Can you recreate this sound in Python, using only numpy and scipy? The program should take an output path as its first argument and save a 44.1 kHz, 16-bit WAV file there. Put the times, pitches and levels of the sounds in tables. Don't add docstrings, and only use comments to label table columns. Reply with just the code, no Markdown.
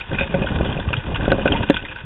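import sys
import numpy as np
from scipy import signal
from scipy.io import wavfile
from scipy.ndimage import uniform_filter1d

SR = 44100
rng = np.random.default_rng(int(sys.argv[2]) if len(sys.argv) > 2 else 0)


def makeup_ratio(level_db):
    decades = np.asarray(level_db, float) / 20
    return 10 ** decades


def to_wav(sig):
    pcm = np.clip(np.atleast_2d(sig), -1, 1) * 32767
    pcm = np.round(pcm).astype(np.int16)
    wavfile.write(sys.argv[1], SR, pcm.T)


N = 90404

# frequency_hz, density_db (per Hz)
GRAIN_SPECTRUM = [(300, -10.5), (600, 6), (1000, 5.5), (1600, 9), (2200, 9.5), (3000, 2.5), (3730, -1),
                  (3880, -24)]


def evened(x):
    return x / np.sqrt(np.mean(x ** 2) + 1e-20)


def colour(x, points):
    f, db = np.transpose(points)
    bins_hz = np.abs(np.fft.fftfreq(8192, 1 / SR))
    log_gain = np.log(makeup_ratio(np.interp(np.log(bins_hz + 1), np.log(f), db)))
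    taps = np.fft.ifft(np.exp(signal.hilbert(log_gain).conj())).real[:4096]
    return signal.oaconvolve(x, taps)[:N]


def pair(hz, width):
    radius = np.exp(-np.pi * abs(width) / SR)
    return [1, -2 * radius * np.cos(2 * np.pi * hz / SR), radius * radius]


def case(x):
    # peak_hz, peak_width_hz, dip_hz, dip_width_hz
    wall_modes = [(526, 21, 568, 68), (928, 120, 872, 590), (1500, 136, 1378, 350), (2430, 127, 2302, 100),
                  (2830, 334, 2760, 487), (3384, 325, 3317, 650)]
    for peak_hz, peak_width, dip_hz, dip_width in wall_modes:
        x = signal.lfilter(pair(dip_hz, dip_width), pair(peak_hz, peak_width), x)
    return x


def drift(low_hz, top_hz):
    t = np.arange(N) / SR
    rates_hz = np.geomspace(low_hz, top_hz, 24)
    return evened(sum(np.sin(2 * np.pi * (f * t + rng.random())) / np.sqrt(f) for f in rates_hz))


def clicks(per_s, spread_db):
    size = makeup_ratio(spread_db * np.minimum(rng.exponential(1, N), 4)) * rng.choice([-1., 1.], N)
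    return evened(size * (rng.random(N) < per_s / SR))


def surge_db():
    # time_s, level_db
    surge_points = [(0, -41.5), (.07, -51.5), (.12, -29.5), (.23, -31.5), (.27, -33.5), (.45, -25.5),
                    (.62, -25), (.8, -29), (.84, -35.5), (.9, -35), (1.02, -33.5), (1.12, -31.5),
                    (1.2, -25), (1.35, -25), (1.55, -25), (1.75, -35), (1.79, -43), (2.0, -48.5)]
    s, db = np.transpose(surge_points)
    return np.interp(np.arange(N) / SR, s, db)


def ticks():
    # time_s, splash_db, treble_db
    overloads = [(0, -48.5, -52.5), (.188, -60, -74), (.347, -61, -69), (0.8723, -72.5, -74.5),
                 (.931, -56.5, -71.5), (1.282, -67, -65.5), (1.321, -49.5, -67.5), (1.457, -58.5, -60),
                 (1.521, -63.5, -70.5), (1.7008, -49.5, -37.5), (1.746, -64, -73), (1.961, -58.5, -78)]
    t, noise = np.arange(N) / SR, rng.standard_normal(N)
    splash = sum(makeup_ratio(db) * np.exp(-((t - s) / 0.0052) ** 2) for s, db, _ in overloads)
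    tick = sum(makeup_ratio(db) * np.exp(-((t - s) / 0.0014) ** 2) for s, _, db in overloads)
    hiss = makeup_ratio(-82 + 0.39 * (surge_db() + 34))
    # (Hz, dB per Hz)
    hiss_spectrum = [(3500, -4.5), (6300, -1.5), (8800, -5), (9100, -18.5), (16000, -21.5)]
    splash_spectrum = [(3500, 9.5), (4400, 11), (5200, -5), (7000, -20)]
    tick_spectrum = [(5000, -16.5), (5900, -13), (6300, 7.5), (8600, 0), (9200, -12), (10500, -2), (16000, -7)]
    return (colour(hiss * noise, hiss_spectrum)
            + colour(splash * noise, splash_spectrum)
            + colour(tick * noise, tick_spectrum))


def fizz():
    grains = clicks(per_s=2100, spread_db=5) + 1.1 * rng.standard_normal(N)
    flicker = makeup_ratio(3.14 * drift(12, 110))
    heard = evened(case(colour(grains * flicker, GRAIN_SPECTRUM)))
    return heard * makeup_ratio(-35.5 + 0.21 * (surge_db() + 31.5))


def water():
    # frequency_hz, density_db (per Hz)
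    wash_spectrum = [(12, -42), (20, 0.5), (70, 0.5), (125, -3.5), (280, -9), (555, -15), (648, -17),
                     (1200, -23), (1560, -52.5), (2640, -120)]
    thuds = clicks(per_s=500, spread_db=3.5)
    wash = colour(0.5 * thuds + 0.5 * rng.standard_normal(N), wash_spectrum)
    wash = evened(wash * makeup_ratio(2.6 * drift(2.99, 30)))
    low = signal.sosfilt(signal.butter(2, 130, fs=SR, output="sos"), wash)
    level = surge_db() + 33.0
    return low * makeup_ratio(-26.0 + 0.54 * level) + (wash - low) * makeup_ratio(-23.5 + 0.86 * level)


def heaves():
    # start_s, level_db, pitch_hz
    slugs = [(0.091, -18, 129), (0.118, -21, 50), (.147, -13.5, 215), (.209, -8, 215), (0.214, -14, 75.6),
             (.225, -18.5, 140), (.344, -5, 174), (.36, -11, 180), (0.414, -7.5, 204), (.44, -18, 59),
             (0.561, -12.5, 89), (0.596, -9.5, 68.6), (.607, -14, 205), (0.684, -20, 112),
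             (0.762, -12, 144), (.869, -11, 171), (.8695, -8, 85), (0.901, -12.5, 130), (.943, -13, 150),
             (.973, -7, 125), (1.075, -11, 77.2), (1.135, -9, 127.7), (1.17, -14.5, 50), (1.192, -17, 213),
             (1.232, -19, 256), (1.268, -11.5, 48), (1.405, -15.5, 100), (1.53, -13.5, 130),
             (1.6, -10.5, 130), (1.675, -18.5, 170), (1.742, -16.5, 200), (2.037, -18.5, 130)]
    cycles, glide = 1.92, -0.038
    out = np.zeros(N + SR)
    for s, db, hz in slugs:
        turns = np.arange(0, 3 * cycles, hz / SR)
        u = turns / cycles
        swell = u * np.exp(-1.6 * u ** 2)
        out[round(s * SR):][:len(u)] += makeup_ratio(db + 3) * swell * np.sin(2 * np.pi * turns * (1 + glide * u))
    return out[:N]


def grit():
    # start_s, level_db, length_s, colour_hz
    bursts = [(0.0096, -20.5, 0.0089, 2660), (0.077, -41, 0.0044, 1114), (0.1153, -31, 0.0034, 1600),
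              (0.133, -22, 0.0088, 1820), (0.146, -17, 0.0088, 2430), (0.184, -15.5, 0.0093, 2470),
              (0.196, -11, 0.0056, 2730), (0.2088, -15, 0.015, 2475), (0.232, -25, 0.0072, 2570),
              (0.293, -26.5, 0.0052, 2750), (0.341, -17, 0.0088, 2320), (0.42, -21, 0.014, 2600),
              (0.462, -21.5, 0.0064, 3400), (0.4705, -19, 0.0033, 1500), (0.585, -24, 0.0097, 1500),
              (0.628, -33, 0.012, 2640), (.65, -24.5, 0.017, 1500), (0.659, -23, 0.014, 3230),
              (0.713, -29, 0.018, 2700), (0.726, -16.5, 0.0024, 3460), (0.7734, -23, 0.0037, 2780),
              (0.798, -22, 0.003, 3300), (0.888, -20, 0.0055, 3220), (0.9295, -12.5, 0.0067, 2700),
              (0.966, -19, 0.0087, 3370), (1.144, -15.5, 0.0065, 2960), (1.156, -13, 0.0057, 1300),
              (1.208, -21.5, 0.0078, 1700), (1.254, -21, 0.013, 1500)]
    # start_s, level_db, length_s, colour_hz
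    late_bursts = [(.001, -21, 0.0057, 3870), (1.281, -19.5, 0.0056, 1500), (1.304, -22.5, 0.0065, 3300),
                   (.515, -26, .012, 1500), (1.322, -19.5, 0.009, 2700), (1.458, -12.5, 0.0064, 1500),
                   (1.4765, -7.5, 0.0037, 2600), (1.5193, -12.5, 0.0059, 3050), (1.527, -22, 0.006, 2790),
                   (1.538, -21.5, 0.027, 2330), (1.561, -21, 0.028, 3030), (1.632, -20, 0.0072, 2800),
                   (1.688, -23, 0.0095, 2900), (1.497, -27, .015, 2500), (.7665, -22, .004, 900),
                   (1.6995, -7.5, 0.005, 1900), (1.7425, -14.5, 0.0058, 3440), (1.7615, -25, 0.0063, 2470),
                   (1.768, -14, 0.0046, 3500), (1.786, -27, 0.013, 2630), (1.85, -19.5, 0.0069, 2150),
                   (1.884, -28, 0.019, 2730), (1.958, -25.5, 0.0078, 2600), (1.416, -25.5, .015, 2960),
                   (0.937, -10, 0.0026, 1500)]
    out, t = np.zeros(N + SR), np.arange(3000) / SR
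    for s, db, length, hz in bursts + late_bursts:
        crackle = makeup_ratio(13.3 * uniform_filter1d(rng.standard_normal(3000), 40))
        grains = rng.standard_normal(3000) * crackle
        burst = grains * np.minimum(t / 0.00011, 1) * np.exp(-(t / length) ** 0.81)
        band = signal.butter(2, [hz / 1.208, hz * 1.086], "band", fs=SR, output="sos")
        out[round(s * SR):][:3000] += makeup_ratio(db) * (signal.sosfilt(band, burst) + makeup_ratio(-6) * burst)
    return makeup_ratio(-2.5) * case(colour(out[:N], GRAIN_SPECTRUM))


def pings():
    # start_s, level_db, pitch_hz, t60_s
    pebbles = [(0.1154, -22, 1550, .035), (0.1318, -30.5, 3280, 0.039), (0.1343, -29, 1500, .05),
               (0.151, -30, 2523, 0.082), (0.1871, -16.5, 2520, 0.035), (0.186, -19.5, 1530, .05),
               (0.195, -20.5, 2450, .04), (0.2091, -13.5, 2495, 0.064), (0.2098, -19.5, 1560, 0.061),
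               (.195, -29.5, 3606, 0.22), (.233, -22.5, 2520, 0.032), (0.344, -21, 2560, 0.029),
               (0.3423, -19, 1496, 0.033), (0.4701, -18, 1500, 0.041), (.8, -23.5, 1526, 0.045),
               (.8, -27.5, 3470, 0.043), (0.8873, -26.5, 1173, 0.063), (.936, -23.5, 2427, 0.054),
               (1.2835, -30.5, 1500, .03), (1.3212, -8, 1500, 0.041), (1.4598, -11, 1520, 0.019),
               (1.478, -14.5, 1510, 0.056), (1.5215, -12.5, 3130, 0.031), (1.5302, -19.5, 2740, 0.029),
               (1.552, -19, 920, 0.073), (1.637, -23.5, 1500, 0.058), (1.7445, -21, 3390, 0.012),
               (1.7622, -16.5, 2520, 0.019), (1.7665, -17, 1502, 0.066), (1.826, -27, 2870, .025),
               (1.882, -38, 2500, 0.033), (1.9615, -24, 1522, 0.055)]
    rise_s, doublet_ratio = 0.0009, 1.02
    out, t = np.zeros(N + SR), np.arange(6000) / SR
    for s, db, hz, t60 in pebbles:
        ring = np.sin(2 * np.pi * hz * t) + 0.13 * np.sin(2 * np.pi * hz * doublet_ratio * t)
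        decay = makeup_ratio(db - 60 * t / max(t60, .005))
        out[round(s * SR):][:6000] += decay * np.minimum(t / rise_s, 1) * ring
    return out[:N]


def cracks():
    # time_s, level_db
    snaps = [
        (1.3192, -3),
        (1.7004, -4),
        (1.7056, -6),
    ]
    t, width_s = np.arange(N) / SR, .00012
    out = np.zeros(N)
    for s, db in snaps:
        u = (t - s) / width_s
        out += makeup_ratio(db) * (2 * u ** 2 - 1) * np.exp(-u ** 2)
    return out


def knocks():
    # start_s, level_db, upper_modes_db (per octave), ring_length (factor)
    blows = [(.117, -20.5, 5.5, 1.3), (0.209, -12.5, 10, 1.67), (.26, -24, -3, 0.72), (0.342, -6, 8.5, 1.6),
             (0.421, -12, 1, 1.2), (0.4447, -9, -1, 0.42), (.609, -6, -6, 0.3), (.655, -13.5, 9, 0.66),
             (0.767, -16, 7, 0.33), (.79, -13, 4, 0.31), (.905, -17.5, 11.5, 0.53), (1.196, -19, 9.5, 1.4),
             (1.2798, -1.5, -7, 0.71), (1.311, -14, -2, .4), (1.3181, 0, 6, 0.96), (1.324, -2.5, -3, 0.55),
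             (1.332, -7.5, -5, 0.27), (1.342, -10.5, -9, 1.5), (1.384, -9.5, 3.5, 1.37),
             (1.4573, 1, 0, 0.84), (1.471, -7, 6, 0.43), (1.487, -16.5, 12, 0.31), (1.499, -11, -16, 3.1),
             (1.538, -11.5, -14, 1.05), (1.554, -30, 27, 0.92), (1.635, -12, -15, 0.88),
             (1.699, 7, -18, 0.98), (1.7044, -4.5, -5, 0.46), (1.838, -20, -17, 0.9)]
    # pitch_hz, level_db, t60_s
    low_modes = [(293, -4, 0.051), (411.3, 0, 0.027), (545, 0.5, 0.077), (924, -21.5, 0.11),
                 (701.6, -12, 0.057)]
    lag_s, push_s = 0.00084, 0.0023
    out, t = np.zeros(N + SR), np.arange(8000) / SR
    push = makeup_ratio(-1) * np.sin(2 * np.pi * t / push_s) * (t < push_s)
    for s, db, upper_db, ring in blows:
        ring = max(ring, .1)
        modes = np.zeros(8000)
        for (hz, mode_db, t60), tune in zip(low_modes, rng.uniform(.985, 1.015, 5)):
            decay = makeup_ratio(mode_db + upper_db * np.log2(hz / 400) - 60 * t / (t60 * ring))
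            modes += decay * np.sin(2 * np.pi * hz * tune * t)
        out[round(s * SR):][:8000] += makeup_ratio(db - 9.0) * (modes * np.minimum(t / lag_s, 1) + push / ring / 2)
    return signal.sosfilt(signal.butter(2, 120, "high", fs=SR, output="sos"), out[:N])


def scene():
    return (fizz() + 0.58 * water() + heaves() + grit() + pings() + cracks() + knocks())[None]


def low_pass(x):
    return signal.sosfilt(signal.butter(12, 16085, fs=SR, output="sos"), x)


def record(dry):
    hot = np.clip(dry, -0.84, 0.8)
    taps = signal.firwin(401, 4050, window=("kaiser", 6.), fs=SR)
    narrow = signal.oaconvolve(hot, taps[None], "same")
    return low_pass(narrow + ticks())


dry = scene()
out = record(dry)
to_wav(out)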